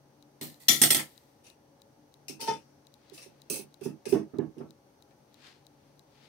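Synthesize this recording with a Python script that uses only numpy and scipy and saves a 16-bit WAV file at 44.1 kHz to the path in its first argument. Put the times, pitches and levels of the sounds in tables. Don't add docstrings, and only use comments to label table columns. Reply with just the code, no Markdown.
import sys
import numpy as np
from scipy import signal
from scipy.fft import rfft, irfft
from scipy.io import wavfile
from scipy.ndimage import uniform_filter1d

SR = 44100
rng = np.random.default_rng(int(sys.argv[2]) if len(sys.argv) > 2 else 0)


def file_out(sig):
    cols = np.atleast_2d(sig).T
    lim = np.clip(cols, -1, 1)
    pcm = np.round(lim * 32767).astype(np.int16)
    wavfile.write(sys.argv[1], SR, pcm)


N = 277116


def gain_of(db):
    return 10 ** (np.asarray(db) / 20)


def read(points, hz):
    pitch_hz, value = np.transpose(points)
    return np.interp(np.log(hz + 1), np.log(pitch_hz + 1), value)


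def add(mix, start_s, sound):
    part = mix[:, round(start_s * SR):][:, :sound.shape[1]]
    part += sound[:, :part.shape[1]]


def sides(left_right_db):
    return gain_of(np.array([left_right_db / 2, -left_right_db / 2]))


def onset(t, rise_ms):
    return np.sin(np.pi / 2 * np.clip(1000 * t / max(rise_ms, .3), 0, 1)) ** 2


# (pitch_hz, left_right_db)
NEAR_SIDES = [(60, -4.5), (110, 4), (200, 2), (380, -8), (700, 1), (1290, 7), (2380, 5), (4400, 13),
              (8120, -6.5), (15000, -5.5)]


def noise(size, spectrum, tilt_db=0., same=0.072, side=NEAR_SIDES, lumpy_db=0.):
    hz = np.fft.rfftfreq(size, 1 / SR)
    left, other = rfft(rng.standard_normal((2, size)))
    unlike = np.sqrt(1 - np.minimum(abs(same), 1) ** 2)
    right = same * left + unlike * other
    lump_heights = np.minimum(rng.exponential(1, 400), 2.8)
    lumps = np.interp(hz, np.arange(400) * 110, lump_heights)
    tilt = tilt_db * np.log2((hz + 50) / 5000)
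    colour = gain_of(read(spectrum, hz) + tilt + lumpy_db * lumps) * sides(read(side, hz))
    x = irfft(np.array([left, right]) * colour, size)
    return x / np.sqrt(np.mean(x ** 2))


def ring(modes, t, place=.5, damping=1., waver=.6, lead=0.88):
    hz, one_end_db, other_end_db, fade_s = np.transpose(modes)
    level = gain_of(one_end_db + np.clip(place, 0, 1) * (other_end_db - one_end_db))
    level = level / np.linalg.norm(level) * sides(read(NEAR_SIDES, hz))
    knots = rng.standard_normal((2, 2, len(hz), 64))
    step = t / .007
    whole, part = step.astype(int) % 63, step % 1
    drift = knots[..., whole] * (1 - part) + knots[..., whole + 1] * part
    phase = 2 * np.pi * (hz[:, None] * t + rng.random((len(hz), 1)))
    phase = phase + np.array([lead, 0])[:, None, None]
    wave = (1 + waver * drift[0]) * np.sin(phase) + waver * drift[1] * np.cos(phase)
    decay = gain_of(-60 * damping * t / np.clip(fade_s, .02, .6)[:, None])
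    return np.einsum("cm,cmt->ct", level, decay * wave) / np.hypot(1, waver)


TAP_RISE_MS, SLIDE_RISE_MS, GLASS_RISE_MS = 2.8, 27.5, 17.5
RING_PER_DB = 0.4661
LUMPY_DB = 5
ECHO_DB, ECHO_FADE_S = -41.5, 1


def blows(rows, rise_ms, modes, clatter, ring_db, crack_db, fade_s, chatter_db, waver):
    out, t, echo_t = np.zeros((2, N)), np.arange(14000) / SR, np.arange(27000) / SR
    for time_s, level_db, left_right_db, tail_s, tilt_db, place in rows:
        tail_s = max(tail_s, .02)
        clear_db = ring_db + RING_PER_DB * level_db

        rebounds = np.minimum(rng.exponential(1, 200), 3.5) - 1
        chatter = np.interp(t, np.arange(200) * 0.0017, rebounds)
        tail = gain_of(-60 * t / tail_s)
        crack = gain_of(crack_db - 60 * t / 0.011)
        dense = noise(len(t), clatter, tilt_db, lumpy_db=LUMPY_DB)
        dense = dense * gain_of(chatter_db * chatter) * (tail + crack)

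        clear = gain_of(clear_db) * ring(modes, t, place, 0.28 / tail_s, waver)
        envelope = onset(t, rise_ms) * np.exp(-(t / fade_s) ** 4)
        level = gain_of(level_db) / np.hypot(1, gain_of(clear_db)) * sides(left_right_db)[:, None]
        add(out, time_s - .001, level * (dense + clear) * envelope)

        echo = noise(len(echo_t), clatter, tilt_db) * gain_of(ECHO_DB - 60 * echo_t / ECHO_FADE_S)
        echo = echo * onset(echo_t, 40) * onset(echo_t[::-1], 100)
        add(out, time_s, gain_of(level_db) * echo)
    return out


# (pitch_hz, relative_level_db per Hz)
ROOM_COLOUR = [(18, -53), (43, -15.5), (140, -5.5), (183, -10), (247, -5.5), (366, -8), (542, -9),
               (1100, -18), (1250, -20), (2400, -27.5), (3900, -29), (4500, -25.5), (5200, -29),
               (5950, -23), (6900, -34), (8500, -35), (9000, -28), (9600, -35), (15750, -38.5),
               (16000, -53.5)]
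# (pitch_hz, likeness)
ROOM_LIKENESS = [(60, 1), (180, 1.5), (550, 0.18), (1650, -2), (4970, -3), (15000, 2)]
# (pitch_hz, left_right_db)
ROOM_SIDES = [(60, 1.5), (180, 5), (550, 2), (1650, 5), (4970, -1), (15000, -3.5)]
# (pitch_hz, lead_radians)
ROOM_LEADS = [(50, 0.043), (300, 0.3), (1000, 1.2), (3000, 3.5), (9000, 6.2)]
# (pitch_hz, width_hz, level_db)
HUM_BANDS = [(141.7, 6.8, -70), (294, 14, -72.5), (557, 40, -75.5), (836.8, 360, -74)]
ROOM_DB = -63.5


def room():
    hz = np.fft.rfftfreq(N, 1 / SR)
    swell = uniform_filter1d(rng.standard_normal(N), 5000) * np.sqrt(5000)
    likeness = np.clip(read(ROOM_LIKENESS, hz), 0, 1) * np.exp(-1j * read(ROOM_LEADS, hz))
    air = noise(N, ROOM_COLOUR, same=likeness, side=ROOM_SIDES)
    tone = gain_of(ROOM_DB + 0.27 * swell) * air
    for pitch_hz, width_hz, level_db in HUM_BANDS:
        band = [(pitch_hz - width_hz, -30), (pitch_hz, 0), (pitch_hz + width_hz, -30)]
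        spectrum = [(0.98, -69)] + band + [(2000, -95.5)]
        tone = tone + gain_of(level_db) * noise(N, spectrum, same=1.0, side=ROOM_SIDES)
    return tone


# (time_s, level_db)
TICK_TIMES = [(.2258, -48), (.5436, -47.5), (1.1782, -42.5), (1.501, -44), (1.8188, -45.5), (2.141, -46.5),
              (2.8695, -46), (2.9407, -45.5), (3.0985, -45), (3.4188, -43.5), (3.7426, -43.5),
              (4.0563, -52), (4.386, -43), (4.7073, -45), (5.024, -47.5), (5.3433, -47), (5.6675, -44.5),
              (5.9941, -46.5)]
# (pitch_hz, level_db, fade_s to fall 60 dB, delay_ms)
TICK_SINES = [(15800, -1, 0.0012, .4), (14200, 1.5, 0.0013, 0.416), (12320, 0, 0.0012, .35),
              (10960, -7.5, 0.0015, 0.267), (9820, -7.5, 0.0021, .3), (7900, -6, 0.0022, 0.11),
              (6440, -10, 0.0052, 0), (4850, -12.5, 0.0052, 0.926), (3940, -5.5, 0.0095, 1.09)]
TICK_SIDE_DB = 19


def ticks():
    out, t = np.zeros((2, N)), np.arange(2048) / SR
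    parts = []
    for pitch_hz, level_db, fade_s, delay_ms in TICK_SINES:
        since_s = np.maximum(t - delay_ms / 1000, 0)
        sine = np.sin(2 * np.pi * pitch_hz * since_s)
        parts.append(gain_of(level_db - 60 * since_s / fade_s) * sine * onset(since_s, .25))
    for time_s, level_db in TICK_TIMES:
        level = gain_of(level_db) * sides(TICK_SIDE_DB)[:, None]
        add(out, time_s - .0008, level * sum(parts))
        add(out, time_s - .0185, gain_of(-15) * level * parts[-1])
    return out


# (time_s, level_db, left_right_db, tail_s to fall 60 dB, tilt_db per octave, place struck 0-1)
CUTLERY_BLOWS = [(.4117, -38.5, -1.5, 0.32, -1.5, 0.2), (.4274, -45, -11, 0.23, 6, .9),
                 (.4444, -48, -1, 0.39, -1, 0.8), (.6835, -11.5, 5, 0.31, 1.13, 0),
                 (.816, -12, -3, .26, 1, 0.93), (.8353, -13.5, -1.5, 0.17, -2, 1),
                 (.9045, -12.5, -3.5, 0.19, -1.16, 0.99), (.946, -17.5, -2.5, 0.19, -1.6, 0.8),
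                 (.9935, -28.5, 0.5, 0.16, -4, 1)]
CUTLERY_SLIDE = [(.592, -51.5, -3, .48, -.35, .3)]
# (pitch_hz, level_db struck at one end, level_db struck at the other, fade_s)
STEEL_TONES = [(1330, -25, -20, .4), (1895, -18, -8, .13), (2750, -10, -14, .12), (3198, -13, -18, .23),
               (3442, -2, -8, .2), (3485, -9, -14, .2), (5137, -4, -6, .15), (5503, -14, -14, .3),
               (5780, -5, -16, .17), (5826, 0, -14, .18), (5889, -5, -16, .17), (6288, -6, -14, .25),
               (6890, -20, -12, .12), (7052, -4, -16, .27), (8326, -20, 0, .22), (9088, -18, -5, .2),
               (9823, -5, -6, .3), (10910, -22, -18, .22), (11785, -25, -6, .2), (12520, -13, -16, .25),
               (13485, -18, -16, .24), (13920, -20, -12, .25)]
# (pitch_hz, relative_level_db per Hz)
STEEL_COLOUR = [(240, -32.5), (430, -14), (650, -6.5), (900, -14), (1500, -18), (1880, -2), (2370, -9),
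                (3370, -5.5), (6710, -7.5), (8580, -4.5), (11100, -10.5), (12000, -4), (15600, -7.5),
                (16100, -35)]


def cutlery():
    steel = dict(modes=STEEL_TONES, clatter=STEEL_COLOUR, ring_db=9.5, crack_db=2,
                 fade_s=0.23, chatter_db=2.0, waver=0.93)
    return blows(CUTLERY_BLOWS, TAP_RISE_MS, **steel) + blows(CUTLERY_SLIDE, SLIDE_RISE_MS, **steel)


# (time_s, jar_air_level_db, left_right_db, boom_over_jar_db)
LOW_KNOCKS = [(.414, -39.5, 2.5, 0), (.437, -53.5, 17, 4.5), (.688, -38.5, 6, 8), (.814, -38, -6.5, 10),
              (.908, -36.5, -15, 0), (.957, -41, -5, 4), (2.297, -49, -25.5, 1.5),
              (2.415, -47.5, -19, -1.5), (2.482, -34, -8, -4), (3.121, -48, -15.5, -9),
              (3.264, -59.5, -30, -1.5), (3.504, -35.5, -20.5, -3), (3.53, -42, -10, -9),
              (3.562, -41, -6, -7.5), (3.595, -39, -14, -10.5), (3.815, -38.5, -17, -4),
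              (3.857, -27.5, -14, -6), (4.066, -35, -27, -6), (4.125, -11, -12.5, -13),
              (4.148, -26.5, -10, 0.2), (4.337, -42.5, -19, 1.8), (4.386, -26, -22, -3.5),
              (4.569, -46, -12, 4), (4.603, -37, -9, -1.5)]
# (pitch_hz, level_db struck at one end, level_db struck at the other, fade_s)
COUNTER_TONES = [(120, -8, -9, 0.19), (149.4, 2, -4, 0.6), (209.2, -6.5, -3, 0.9), (242.9, 5, 0, 0.31),
                 (317.9, -3, -2, 0.6), (426, -4, -4, 0.13)]
# (pitch_hz, relative_level_db per Hz)
BOOM_COLOUR = [(29, -51), (50, -21), (92, -20.5), (135, -7.5), (233, -8), (270, -2.5), (383, -7),
               (523, -18.5), (628, -19), (1100, -25.5), (1600, -32.5), (4000, -56), (5200, -83),
               (8800, -120)]
JAR_AIR_HZ = 385.8
KNOCK_RISE_MS, KNOCK_RISE_MS_PER_DB = 19, 0.26
KNOCK_FADE_S = 0.044


def knocks():
    out, t = np.zeros((2, N)), np.arange(9000) / SR
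    for time_s, level_db, left_right_db, boom_db in LOW_KNOCKS:
        sag = 1 + 0.074 * np.exp(-t / 0.0068)
        swing = np.sin(2 * np.pi * JAR_AIR_HZ * np.cumsum(sag) / SR)
        burst = gain_of(-60 * (t / KNOCK_FADE_S) ** 2) + gain_of(-23 - 60 * t / 0.33)
        rise = onset(t, KNOCK_RISE_MS + KNOCK_RISE_MS_PER_DB * level_db)
        air = swing * burst * rise * sides(left_right_db)[:, None]

        rumble = noise(len(t), BOOM_COLOUR, same=0.41, lumpy_db=4.5) * gain_of(-60 * t / 0.28)
        boom = ring(COUNTER_TONES, t, waver=0.35, lead=0.56) + gain_of(-1.0) * rumble
        boom = gain_of(boom_db) * boom * onset(t, 12) * np.exp(-(t / 0.13) ** 6)
        boom = boom * sides(0.47 * left_right_db)[:, None]
        add(out, time_s - .004, gain_of(level_db) * (air + boom))
    return out


# (time_s, level_db, left_right_db, tail_s to fall 60 dB, tilt_db per octave, place struck 0-1)
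LID_BLOWS = [(1.4656, -55, 2, .3, -2.5, .5), (2.2827, -38, 4, 0.22, 1, 0.35),
             (2.294, -46.5, -1, 0.22, -1, .2), (2.404, -43.5, 0, 0.33, -1, 0.84),
             (2.4113, -37, 3.5, 0.41, 0.5, 1), (2.4747, -39, 8, 0.2, -5, 0.47),
             (2.508, -45.5, .1, 0.42, -6, 0.35), (3.178, -47.5, .4, .26, -4, 0.85),
             (3.4996, -31, -3, 0.79, 4, 0.42), (3.81, -57, -2.5, 0.75, -3, .18),
             (4.0548, -42.5, -0.5, .4, -3.5, 0.0106), (4.1244, -44, -2, 0.35, -4, 0.094),
             (4.582, -60.5, -1, .2, -3, .05), (5.108, -59.5, 5, .12, -9, 0.21)]
LID_SCRAPES = [(1.43, -54, 0, .35, -2.5, .5), (3.125, -50, -1, 0.73, 1.5, .3),
               (3.21, -44, -1, .24, -1, .22), (3.528, -43, 1.5, 0.59, -5.5, 0.25),
               (3.825, -41, -3, 0.26, 0.5, 0.18), (4.077, -37.5, 5, 0.28, 8, 0.17)]
# (pitch_hz, level_db struck at one end, level_db struck at the other, fade_s)
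TIN_TONES = [(2486, 0.5, -27.5, 0.56), (2650, 1, -17, 0.61), (2800, -28, -9, 0.15), (4580, -19, 16, 0.096),
             (5330, -20, 10, 0.17), (6050, -7, -1, 0.083), (6040, -26, -10, 0.13), (8100, 8, -16, 0.2),
             (9700, 4.5, 0, 0.18)]
# (pitch_hz, relative_level_db per Hz)
TIN_COLOUR = [(300, -30.5), (500, 1), (1200, -13.5), (2000, -6.5), (2600, 4), (3200, -5.5), (4300, -3),
              (5900, 4.5), (6950, -5.5), (8000, -1.5), (10000, 0), (12100, -8.5), (15600, -6.5),
              (16100, -29)]


def lid():
    tin = dict(modes=TIN_TONES, clatter=TIN_COLOUR, ring_db=12, crack_db=5.5,
               fade_s=0.12, chatter_db=0.5, waver=1.65)
    return blows(LID_BLOWS, TAP_RISE_MS, **tin) + blows(LID_SCRAPES, SLIDE_RISE_MS, **tin)


# (time_s, level_db, left_right_db, tail_s to fall 60 dB, tilt_db per octave, place struck 0-1)
GLASS_BLOWS = [(2.391, -36, 1, 0.15, .3, .1), (2.413, -37.5, -6.5, 0.97, .3, 1),
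               (2.475, -17.5, -2, 0.36, .3, 0.027)]
# (pitch_hz, level_db struck at one end, level_db struck at the other, fade_s)
JAR_TONES = [(436, -9, -9, .2), (899, 0, 0, .2), (1265, -24, -20, .25), (1315, -25, -22, .2),
             (1803, -17, -24, .12), (2094, -26, -25, .2), (2525, -28, -27, .25), (3074, -28, -12, .3),
             (3531, -25, -24, .35), (4963, -22, -18, .13), (5577, -21, -21, .15), (6315, -23, -22, .13)]
# (pitch_hz, relative_level_db per Hz)
GLASS_COLOUR = [(300, -43), (500, 2.5), (1000, -16), (1800, -12), (3300, -34), (5600, -7.5), (7000, -21.5),
                (16000, -44)]


def glass():
    return blows(GLASS_BLOWS, GLASS_RISE_MS, JAR_TONES, GLASS_COLOUR, ring_db=28, crack_db=-15,
                 fade_s=0.11, chatter_db=3.0, waver=0.43)


# (fastest_moment_s, level_db, swell_s, fade_s)
RUB_STROKES = [(3.06, -70.5, .2, 2.5), (3.2, -62, 0.44, -0.36), (5.47, -53, 0.2, 0.2),
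               (5.88, -74, 0.7, 0.3), (6.16, -67, 0.2, 0.5), (6.245, -60.5, 0.18, 0.3)]
# (pitch_hz, relative_level_db per Hz)
RUB_COLOUR = [(400, -4), (900, -0.5), (2000, 5), (4800, 2), (6500, -5), (15700, -24.5), (16000, -40)]


def rubs():
    out = np.zeros((2, N))
    for fastest_s, level_db, swell_s, fade_s in RUB_STROKES:
        swell_s, fade_s = max(swell_s, .02), max(fade_s, .02)
        t = np.arange(-swell_s, fade_s, 1 / SR)
        stroke_db = -30 * np.maximum(-t / swell_s, t / fade_s)
        grain = uniform_filter1d(rng.standard_normal(len(t)), 90) * np.sqrt(90)
        level = gain_of(level_db + stroke_db + 1.12 * grain)
        add(out, fastest_s - swell_s, noise(len(t), RUB_COLOUR, same=0.24) * level)
    return out


def scene():
    return room() + ticks() + cutlery() + knocks() + lid() + glass() + rubs()


BASS_EDGE_HZ, TREBLE_EDGE_HZ = 45, 16300


def record(dry):
    bass_cut = signal.butter(2, BASS_EDGE_HZ, "high", fs=SR, output="sos")
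    thin = signal.sosfilt(bass_cut, dry)
    treble_cut = signal.firwin(255, TREBLE_EDGE_HZ, window=("kaiser", 12), fs=SR)
    return signal.oaconvolve(thin, treble_cut[None], "same")


dry = scene()
out = record(dry)
file_out(out)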